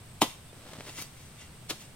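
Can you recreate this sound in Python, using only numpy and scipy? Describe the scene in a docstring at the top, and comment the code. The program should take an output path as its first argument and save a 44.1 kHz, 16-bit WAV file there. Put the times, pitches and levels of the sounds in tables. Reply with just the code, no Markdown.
"""A crack and a thud: a steel hoe on a wooden handle bites into damp soil, in a grassy yard.
The microphone is a few metres off, the hoe slightly to its left. After the full swing the clod is
levered out, roots snap and soil slides off the ringing blade; a light chop follows.
Behind the work lie a low outdoor rumble, airy hiss, a band of insects and two faint far chirps."""
import sys
import numpy as np
from scipy import signal
from scipy.fft import rfft, irfft, next_fast_len
from scipy.io import wavfile

SR = 44100
rng = np.random.default_rng(int(sys.argv[2]) if len(sys.argv) > 2 else 0)


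def master(y):
    """Save y as 16-bit WAV."""
    cut = np.clip(np.atleast_2d(y).T, -1, 1)
    pcm = np.round(cut * 32767)  # scale
    wavfile.write(sys.argv[1], SR, pcm.astype(np.int16))


N = 85995
TIME = np.arange(N) / SR
GRAINS_PER_S = 12000

# ringing modes of the steel blade: f/Hz, level/dB, t60/s
BLADE_MODES = [(1519, -6, .09), (1987, -3, .09), (2350, -1, .07), (2680, -2, .07), (2808, 0, .1),
               (3107, 2, .1), (3300, -3, .06), (3475, -3, .09), (3850, -2, .07), (4090, -4, .06),
               (4670, -5, .09), (5110, -6, .09), (6060, -7, .07), (6250, -6, .08), (9000, -11, .06),
               (10700, -11, .06)]
# hiss of turf and fine dust passing over steel: f/Hz, level/dB
HISS_SPECTRUM = [(1500, -2), (4000, 2), (7000, 0.5), (10000, 1), (16000, -3)]


def chops():
    """The edge slices turf, cuts grit and stops with a crack; the earth thuds, handle and blade ring."""
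    # strokes: blade stops t/s, grit rise/s, grit fall/s, grit/dB, earth/dB, handle/dB, blade/dB,
    # crack/dB, crack f/Hz, slice lead/s, slice/dB, slice low-pass f/Hz, thump/dB, thump lag/s
    strokes = [(0.2188, 0.019, 0.085, -20, -22, -26.5, -32, -8, 910, 0.0036, -29.5, 15300, -19, 0.00201),
               (1.7086, 0.038, 0.026, -27.5, -38, -45.5, -47.5, -18.5, 3240, 0.0084, -30, 4400, -30.5, 0.0011)]
    # steel cutting gritty soil: f/Hz, level/dB
    grit_spectrum = [(60, -38), (400, -41), (1500, -7), (2300, 6), (3400, 6.5), (5000, -1.5), (8000, -1.5),
                     (12000, -5), (16000, -11)]
    # packed soil giving way: f/Hz, level/dB
    earth_spectrum = [(25, -45), (60, -22), (110, -7), (290, 0), (520, -5), (760, -2), (1050, -3),
                      (1600, -16), (4000, -40)]
    # ringing modes of the wooden handle: f/Hz, level/dB, t60/s
    handle_modes = [(107.6, -11.5, 0.16), (180, -6.5, .1), (225.3, -5.5, 0.12), (300, -1.5, 0.1),
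                    (365, -4, 0.042), (435, -0.5, 0.092), (610, -3, 0.076), (675, -4, 0.084),
                    (739, 1, 0.053), (844, -7.5, 0.05), (890, -21, 0.049), (1010, -2, 0.098),
                    (1216, -9, .06), (1280, 0.5, 0.056)]
    out = 0
    for (s, rise, fall, grit_db, earth_db, handle_db, blade_db,
         crack_db, crack_hz, lead, slice_db, top_hz, thump_db, lag) in strokes:
        fibres = butterworth(grains(GRAINS_PER_S, spread_db=-3), 1, top_hz, "low")
        slicing = texture(fibres, HISS_SPECTRUM) * swell(s - lead, 3.8 * lead, 11.8 * lead)
        grit = grains(GRAINS_PER_S, spread_db=5)
        bite = from_db(grit_db) * swell(s, rise, fall)
        cutting = texture(grit, grit_spectrum) * bite + from_db(-14.5) * rubbed_blade(grit * bite)
        earth = texture(grains(GRAINS_PER_S, spread_db=1), earth_spectrum) * swell(s, .008, .1)
        thump = ping(s + lag, hz=324.6, t60=.048)
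        cycles = (TIME - s) * crack_hz
        crack = -np.cos(2 * np.pi * cycles) * np.exp(-(cycles / .8) ** 2)
        out += from_db(slice_db) * slicing + cutting + from_db(crack_db) * crack
        out += from_db(earth_db) * earth + from_db(thump_db) * thump
        out += from_db(handle_db) * struck(handle_modes, s + .00039)
        out += from_db(blade_db) * struck(BLADE_MODES, s)
    return out


def levering():
    """The clod tears loose in a dull crackle; each snapping root throws a little more grit."""
    # roots and clods snapping: t/s, level/dB, f/Hz
    snaps = [(0.53, -38, 440), (.661, -39.5, 640), (0.732, -35.5, 514), (.756, -60, 800), (0.785, -33, 236),
             (.800, -38.5, 460), (0.8072, -35.5, 673), (0.8076, -28, 2190), (0.869, -37, 380),
             (0.884, -54, 420), (0.895, -28, 4530), (.987, -36.5, 310), (.991, -38, 1150),
             (1.022, -45, 405)]
    # course of the tearing as the clod lifts: t/s, level/dB
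    tear_levels = [(0.549, -62.5), (.67, -52.5), (.74, -48), (.83, -55), (.885, -45), (.92, -60),
                   (.99, -65), (1.07, -59)]
    # soil tearing apart: f/Hz, level/dB
    tear_spectrum = [(40, -38), (100, -15), (280, -1.5), (900, -8), (1600, -12.5), (3500, -13),
                     (7000, -20.5), (16000, -32)]
    times, levels = np.transpose(tear_levels)
    effort = from_db(np.interp(TIME, times, levels)) * (TIME > times[0]) * (TIME < times[-1])
    bursts = sum(from_db(db - 18) * swell(s, rise=.004, fall=.025) for s, db, _ in snaps)
    crackle = texture(grains(per_s=2200, spread_db=3.5), tear_spectrum)
    pops = sum(from_db(db) * ping(s, hz, t60=7 / hz) for s, db, hz in snaps)
    return (effort + bursts) * crackle + pops


def spilling_soil():
    """Crumbs and fine dust slide over the blade, which sings faintly, and patter into the grass."""
    # slides of loose soil: peak t/s, crumbs/dB, rise/s, fall/s, dust/dB
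    slides = [(.30, -50.5, 0.11, 0.27, -60), (.895, -51, 0.32, 0.45, -50.5), (.99, -40, 0.19, 0.2, -42),
              (1.023, -49, 0.057, 0.04, -35), (1.2, -60.5, 0.7, 1, -60), (1.412, -50, 0.18, 0.23, -75),
              (1.735, -57, .05, 0.17, -60), (1.815, -51, .15, 0.19, -51)]
    # patter of crumbs: f/Hz, level/dB
    crumb_spectrum = [(40, -35), (200, -3.5), (1200, -2.5), (2400, 4), (4200, -3), (7000, 0), (11000, -8),
                      (16000, -37)]
    crumb_power = sum((from_db(db) * swell(s, rise, fall)) ** 2 for s, db, rise, fall, _ in slides)
    dust_power = sum((from_db(db) * swell(s, rise, fall)) ** 2 for s, _, rise, fall, db in slides)
    crumbs = np.sqrt(crumb_power) * texture(grains(per_s=7000, spread_db=1.5), crumb_spectrum)
    dust = np.sqrt(dust_power) * texture(grains(GRAINS_PER_S, spread_db=7.5), HISS_SPECTRUM)
    scrape = butterworth(dust, 6, 4970, "high")  # fine dust excites only the blade's upper modes
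    return crumbs + dust + rubbed_blade(from_db(-11) * crumbs + from_db(3.5) * scrape)


def rubbed_blade(force):
    """The blade sings with the grains that pass over it."""
    ring = struck(BLADE_MODES, 0)
    return signal.fftconvolve(force, ring[None] / np.linalg.norm(ring), axes=1)[:, :N]


def yard_echo(x):
    """Quick scatter from the ground and a longer tail, different on each side."""
    # colour of the scattered sound: f/Hz, gain/dB
    scatter_colour = [(30, -45), (100, -24), (400, -14), (1000, -7), (3000, 0), (8000, 1), (16000, -2)]
    tail = 0
    for db, t60 in (-14, .092), (-12.5, .31):
        echoes = rng.standard_normal((2, N)) * fade(TIME, t60) * (1 - fade(TIME, t60 / 2))
        tail += from_db(db) * echoes / np.linalg.norm(echoes[0])
    return coloured(signal.fftconvolve(x[None], tail, axes=1)[:, :N], scatter_colour)


def open_air():
    """A steady low rumble in the centre and a wide, airy hiss."""
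    # outdoor rumble: f/Hz, level/dB
    rumble_spectrum = [(20, -4), (32, -90), (50, -5), (85, -5), (130, -1.5), (200, -10), (320, -18.5),
                       (600, -20.5), (1500, -25.5), (5000, -37.5), (16000, -65)]
    # airy hiss: f/Hz, level/dB
    air_spectrum = [(40, -11), (130, 7.5), (400, 1), (1000, -2.5), (3000, -1), (6500, -6.5), (9500, -6),
                    (12000, -8.5), (16000, -13.5)]
    rumble = from_db(-51.5) * texture(rng.standard_normal(N), rumble_spectrum)
    return rumble + from_db(-56) * texture(rng.standard_normal((2, N)), air_spectrum)


def insects(hz=8360, width_hz=910, flutter_db=1.5, flutters_per_s=20):
    """Insects on both sides merge into a high, narrow band whose level wavers at random."""
    band = butterworth(rng.standard_normal((2, N)), 2, [hz - width_hz / 2, hz + width_hz / 2], "band")
    flutter = np.interp(TIME * flutters_per_s, np.arange(200), rng.standard_normal(200))
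    return from_db(-61 + flutter_db * flutter) * rms_one(band)


def far_chirps(hz=3570, half_width_s=.013):
    """Two faint pips on one pitch, far away."""
    # distant chirps: t/s, level/dB
    chirps = [(0.501, -56.5), (1.392, -57)]
    envelope = sum(from_db(db) * np.exp(-((TIME - s) / half_width_s) ** 2) for s, db in chirps)
    return envelope * np.sin(2 * np.pi * hz * TIME)


def grains(per_s, spread_db):
    """Random clicks of uneven size; flying grit reaches each side differently in the treble; rms 1."""
    sizes = from_db(spread_db * np.minimum(rng.exponential(1, N), 3))
    sizes *= rng.random(N) < per_s / SR
    scattered = butterworth(sizes * rng.standard_normal((2, N)), 1, 3430, "high")
    return rms_one(sizes * rng.choice([-1, 1], N) + from_db(-2) * scattered)


def struck(modes, s):
    """A body's modes ring from the moment s, in alternating polarity."""
    return sum((-1) ** k * from_db(db) * ping(s, hz, t60) for k, (hz, db, t60) in enumerate(modes))


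def ping(s, hz, t60):
    """A damped sine that starts at s."""
    t = np.maximum(TIME - s, 0)
    return np.sin(2 * np.pi * hz * t) * fade(t, t60)


def swell(s, rise, fall):
    """Grows 60 dB in rise seconds up to the moment s, then drops 60 dB in fall seconds."""
    return fade(s - TIME, rise) * fade(TIME - s, fall)


def fade(t, t60):
    """Falls by 60 dB in t60 seconds."""
    return np.exp(-np.log(1000) * np.maximum(t, 0) / t60)


def texture(x, spectrum):
    """Noise or grains coloured by a spectrum; rms 1."""
    return rms_one(coloured(x, spectrum))


def coloured(x, points):
    """Minimum-phase filter that follows points of f/Hz, gain/dB."""
    size = 2 * next_fast_len(N)
    hz, db = np.transpose(points)
    bin_hz = np.arange(size // 2 + 1) * SR / size
    gain = from_db(np.interp(np.log(bin_hz + 1), np.log(hz), db))
    cepstrum = irfft(np.log(gain))
    cepstrum[1:size // 2] *= 2
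    cepstrum[size // 2 + 1:] = 0
    return irfft(rfft(x, size) * np.exp(rfft(cepstrum)))[..., :N]


def butterworth(x, order, hz, kind):
    return signal.sosfilt(signal.butter(order, hz, kind, fs=SR, output="sos"), x)


def from_db(db):
    return 10 ** (np.asarray(db) / 20)


def rms_one(x):
    return x / np.sqrt(np.mean(x ** 2) + 1e-20)


def scene(right_lag_s=.000043):
    """The hoe works slightly left of the microphone, so its right side is later and duller."""
    # colour of the direct sound on the left and on the right: f/Hz, gain/dB
    left_colour = [(200, 0), (3000, -.5), (6000, .6), (9000, 2), (14000, 2.5)]
    right_colour = [(200, 0), (3000, 0), (6000, -.8), (9000, -2), (14000, -4)]
    hoe = chops() + levering() + spilling_soil()
    bin_hz = np.arange(N + 1) * SR / (2 * N)
    delayed = irfft(rfft(hoe[1], 2 * N) * np.exp(-2j * np.pi * bin_hz * right_lag_s))[:N]
    direct = np.array([coloured(hoe[0], left_colour), coloured(delayed, right_colour)])
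    return direct + yard_echo(hoe.mean(axis=0)) + open_air() + insects() + far_chirps()


def record(dry):
    """The top is cut steeply above 15850 Hz."""
    return signal.sosfilt(signal.ellip(12, .1, 80, 15850, fs=SR, output="sos"), dry)


dry = scene()
out = record(dry)
master(out)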